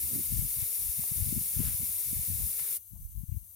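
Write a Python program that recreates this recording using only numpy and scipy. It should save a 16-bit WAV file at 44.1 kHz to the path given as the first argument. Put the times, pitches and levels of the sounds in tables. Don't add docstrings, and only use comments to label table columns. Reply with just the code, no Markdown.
import sys
import numpy as np
from scipy import signal
from scipy.fft import rfft, irfft, next_fast_len
from scipy.io import wavfile
from scipy.ndimage import map_coordinates

SR = 44100
rng = np.random.default_rng(int(sys.argv[2]) if len(sys.argv) > 2 else 0)


def generate_wav(sig):
    pcm = np.round(np.clip(np.atleast_2d(sig).T, -1, 1) * 32767).astype(np.int16)
    wavfile.write(sys.argv[1], SR, pcm)


N = 156555

# frequency in Hz, relative density in dB per Hz.
JET_LEFT_SPECTRUM = [(600, -30), (1300, -30.5), (3400, -29.5), (5400, -22), (7700, -17.5), (8400, -16),
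                     (9600, -7), (10500, -10), (11400, -4), (12300, -2), (14600, -2.5), (15800, -9)]
JET_RIGHT_SPECTRUM = [(600, -29), (1300, -28.5), (2200, -20), (3800, -23.5), (6500, -15), (8400, -11.5),
                      (9600, -3), (10500, -7.5), (11400, 1), (12300, -6.5), (14600, -9), (15800, -17.5)]
# frequency in Hz, relative density in dB per Hz.
LEAK_LEFT_SPECTRUM = [(600, -28), (1600, -35), (2600, -27), (3600, -26), (5500, -21), (6300, -8.5),
                      (7400, -19), (8700, -5), (10500, -5), (12300, 4.7), (14000, 5.5), (15700, 0.5)]
LEAK_RIGHT_SPECTRUM = [(600, -29), (1600, -31), (2600, -29.5), (3600, -29), (5500, -21.5), (6300, -18),
                       (7400, -18), (8700, -7.5), (10500, -6.5), (12300, -11.5), (14000, -16), (15700, -32)]
# frequency in Hz, correlation from 0 to 1.
LIKENESS = [(500, 0.89), (3000, 1), (6000, 0.73), (10000, 0.68), (15000, 0.13)]
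# middle in seconds, length in seconds, level in dB ahead of the port
# roll-off, centre in Hz, port (0 left, 1 right).
WIND_PUFFS = [(0.05, 0.083, -41, 111, 1), (0.16, 0.098, -37.5, 175, 1), (0.261, 0.05, -47, 69, 0),
              (0.347, 0.069, -29.5, 86, 0), (0.392, 0.018, -35.5, 116, 1), (0.44, 0.04, -31, 81, 0),
              (0.582, 0.019, -35.5, 83, 0), (0.627, 0.018, -39, 86, 1), (0.827, 0.068, -45, 74, 1),
              (0.88, 0.06, -38, 64.4, 0), (1.004, 0.054, -43.5, 105, 0), (1.185, 0.043, -34, 89, 0),
              (1.276, 0.06, -33.5, 84, 0), (1.37, 0.043, -30.5, 106, 0), (1.6, 0.05, -31.5, 110, 0),
              (1.665, 0.055, -31, 88.5, 0), (1.691, 0.079, -40.5, 125, 1), (1.719, 0.034, -41, 76, 0),
              (1.824, 0.04, -37, 104, 1), (1.896, 0.035, -46.5, 83, 0), (2.116, 0.076, -49, 74.4, 1),
              (2.141, 0.15, -41.5, 82, 0), (2.191, 0.097, -39, 64, 1), (2.323, 0.087, -34.5, 92, 0),
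              (2.405, 0.032, -37, 76, 1), (2.437, 0.055, -31.5, 68.5, 0), (2.481, 0.045, -45, 93, 1),
              (2.625, 0.026, -48.5, 92, 1), (2.971, 0.11, -43.5, 81, 0), (3.044, 0.029, -32, 60, 1),
              (3.137, 0.13, -46.5, 69, 1), (3.189, 0.057, -31, 69.7, 0), (3.346, 0.048, -35.5, 88.5, 0),
              (3.425, 0.053, -46.5, 70, 0)]
# frequency in Hz, relative density in dB per Hz.
PUFF_SPECTRUM = [(20, -27), (35, -15.5), (55, 1), (80, -0.5), (130, -6.5), (200, -15.5), (300, -25.5),
                 (420, -45.5), (800, -80), (2000, -100)]
# middle in seconds, envelope peak in dB ahead of the port roll-off,
# centre in Hz, port (0 left, 1 right).
WIND_THUMPS = [(.135, -28, 170, 1), (.162, -29.5, 232, 1), (.191, -30, 230, 1), (.326, -23.5, 166, 0),
               (.395, -17.5, 98, 0), (0.429, -21.5, 110, 0), (.629, -26.5, 92.6, 0), (0.995, -27.5, 143, 0),
               (1.12, -26, 125, 0), (1.211, -25, 94, 0), (1.226, -18, 83, 0), (1.275, -27.5, 159, 0),
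               (1.328, -20.5, 200, 0), (1.377, -22, 162, 0), (1.415, -31.5, 150, 1), (1.572, -21, 103, 0),
               (1.596, -23, 144, 0), (1.604, -20, 206, 0), (1.617, -20, 104, 0), (1.654, -27, 130, 0),
               (1.748, -27.5, 86, 0), (1.834, -34, 155, 1), (2.132, -27, 184, 0), (2.172, -25, 82, 0),
               (2.194, -29, 123, 0), (2.302, -29.5, 153, 0), (2.936, -36, 150, 0), (3.237, -27, 136, 0),
               (3.295, -24, 84, 0), (3.325, -21, 94, 0), (3.373, -23, 83.4, 0)]
# middle in seconds, Gaussian sigma in seconds, peak level in dB (mean of the ports),
# centre in Hz, Gaussian sigma in octaves, left minus right in dB.
HAND_SCUFFS = [(0.622, 0.02, -61, 2200, 0.34, 5), (1.039, 0.0011, -52.5, 600, 2, 16),
               (1.636, 0.0038, -52.5, 503, 0.24, 13), (1.662, 0.054, -55, 1940, 1.24, 11.5),
               (2.595, 0.0028, -49, 1500, 3, 17), (2.657, 0.057, -60.5, 1900, 0.6, 1),
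               (2.962, 0.012, -72.5, 815, 0.25, 3), (3.326, 0.015, -77.5, 2400, .25, -10)]
# frequency in Hz, relative density in dB per Hz.
RUMBLE_SPECTRUM = [(20, -24), (42, -18), (55, -4.5), (95, 7.5), (125, -31), (250, -23.5), (500, -33),
                   (2000, -43.5), (8000, -58)]

JET_DB, LEAK_DB = [-29, -34.5], [-47, -57]
SHUT_START_S, SHUT_TAU_S = 2.769, 0.0079
DIP_DB, DIP_WIDTH_S = -0.5, 0.006
FLUTTER_DB, FLUTTER_KNOTS_PER_S = 0.5, 39.96
DRIFT_DB, DRIFT_KNOTS_PER_S = 0.13, 4.37
RIM_DELAY_S, RIM_ECHO_GAIN = 0.0026, 0.043
SCATTER_DB, SCATTER_T60_S = -0.5, 0.035
PUFF_REF_HZ, PUFF_EDGE_S = 94.4, 0.0054
EDDY_DB, EDDY_TAU_S = -17, 0.056
THUMP_TAU_CYCLES = 0.32
RUMBLE_DB = -65.5
TOP_HZ, PORT_LOW_HZ = 15850, 40


def amp(db):
    return 10 ** (np.asarray(db) / 20)


def unit(x):
    return x / np.sqrt(np.mean(x ** 2, axis=-1, keepdims=True) + 1e-20)


def along(points, hz):
    f, v = np.transpose(points)
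    return np.interp(np.log(hz + 1), np.log(f + 1), v)


def wobble(knots_per_s):
    knots = rng.standard_normal(int(N * knots_per_s / SR) + 4)
    return map_coordinates(knots, [np.arange(N) * knots_per_s / SR])


def filtered(x, response):
    n = x.shape[-1]
    m = next_fast_len(n + 8192)
    return irfft(rfft(x, m) * response(np.fft.rfftfreq(m, 1 / SR)), m)[..., :n]


def noise_pair():
    def mid_side_gains(hz):
        angle = np.arccos(np.clip(along(LIKENESS, hz), 0, 0.99)) / 2
        return np.array([np.cos(angle), np.sin(angle)])

    mid, side = filtered(rng.standard_normal((2, N)), mid_side_gains)
    return np.array([mid + side, mid - side])


def wheel(x):
    t = np.arange(SR // 10) / SR
    tail = rng.standard_normal((2, len(t))) * amp(-60 * t / SCATTER_T60_S)
    tail /= np.linalg.norm(tail, axis=1, keepdims=True)
    rim = filtered(x, lambda hz: 1 + RIM_ECHO_GAIN * np.exp(-2j * np.pi * hz * RIM_DELAY_S))
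    scatter = signal.fftconvolve(x, tail, axes=1)[:, :N]
    return rim + amp(SCATTER_DB) * scatter


def hiss(left, right, level_db):
    air = filtered(wheel(noise_pair()), lambda hz: amp([along(left, hz), along(right, hz)]))
    flutter_db = FLUTTER_DB * wobble(FLUTTER_KNOTS_PER_S)
    drift_db = DRIFT_DB * wobble(DRIFT_KNOTS_PER_S)
    return unit(air) * amp(level_db)[:, None] * amp(flutter_db + drift_db)


def valve():
    t = np.arange(N) / SR
    opening = np.exp(-np.maximum(t - SHUT_START_S, 0) / SHUT_TAU_S)
    dip_shape = np.exp(-((t - SHUT_START_S + DIP_WIDTH_S / 2) / DIP_WIDTH_S) ** 2)
    jet = hiss(JET_LEFT_SPECTRUM, JET_RIGHT_SPECTRUM, JET_DB)
    leak = hiss(LEAK_LEFT_SPECTRUM, LEAK_RIGHT_SPECTRUM, LEAK_DB)
    return opening * amp(DIP_DB * dip_shape) * jet + (1 - opening) * leak


def outdoors():
    rumble = filtered(noise_pair(), lambda hz: amp(along(RUMBLE_SPECTRUM, hz)))
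    return amp(RUMBLE_DB) * unit(rumble)


def wind_puffs():
    out = np.zeros((2, N + 2 * SR))
    t = np.arange(-SR // 4, SR // 4) / SR
    for middle_s, length_s, db, centre_hz, port in WIND_PUFFS:
        outside_s = np.abs(t) - length_s / 2
        gate = 0.5 - 0.5 * np.tanh(outside_s / PUFF_EDGE_S / 2)
        eddies = amp(EDDY_DB) * np.exp(-np.maximum(outside_s, 0) / EDDY_TAU_S)
        burst = rng.standard_normal(len(t)) * (gate + eddies)
        swirl = filtered(burst, lambda hz: amp(along(PUFF_SPECTRUM, hz * PUFF_REF_HZ / centre_hz)))
        swirl *= amp(db) * np.sqrt(length_s * SR / np.sum(swirl ** 2))
        first = SR + round((middle_s + t[0]) * SR)
        out[int(port > 0.5), first:first + len(t)] += swirl
    return out[:, SR:SR + N]


def wind_thumps():
    t, out = np.arange(N) / SR, np.zeros((2, N))
    phases = rng.uniform(0, 2 * np.pi, len(WIND_THUMPS))
    for (middle_s, db, centre_hz, port), phase in zip(WIND_THUMPS, phases):
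        cycles = (t - middle_s) * centre_hz
        near = np.abs(cycles) < 10
        envelope = 1 / np.cosh(cycles[near] / THUMP_TAU_CYCLES)
        swing = np.cos(2 * np.pi * cycles[near] + phase) * envelope
        out[int(port > 0.5), near] += amp(db) * swing
    return out


def hand():
    t, out, rub = np.arange(N) / SR, np.zeros((2, N)), noise_pair()
    for middle_s, sigma_s, db, centre_hz, sigma_oct, pan_db in HAND_SCUFFS:
        band = unit(filtered(
            rub, lambda hz: np.exp(-0.5 * (np.log2((hz + 1) / centre_hz) / sigma_oct) ** 2)))
        swell = np.exp(-0.5 * ((t - middle_s) / sigma_s) ** 2)
        out += band * swell * amp([[db + pan_db / 2], [db - pan_db / 2]])
    return out


def scene():
    return valve() + outdoors() + wind_puffs() + wind_thumps() + hand()


def record(dry):
    def response(hz):
        bass_rolloff = hz ** 2 / np.sqrt(hz ** 4 + PORT_LOW_HZ ** 4)
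        return (hz < TOP_HZ) * bass_rolloff

    return filtered(dry, response)


dry = scene()
out = record(dry)
generate_wav(out)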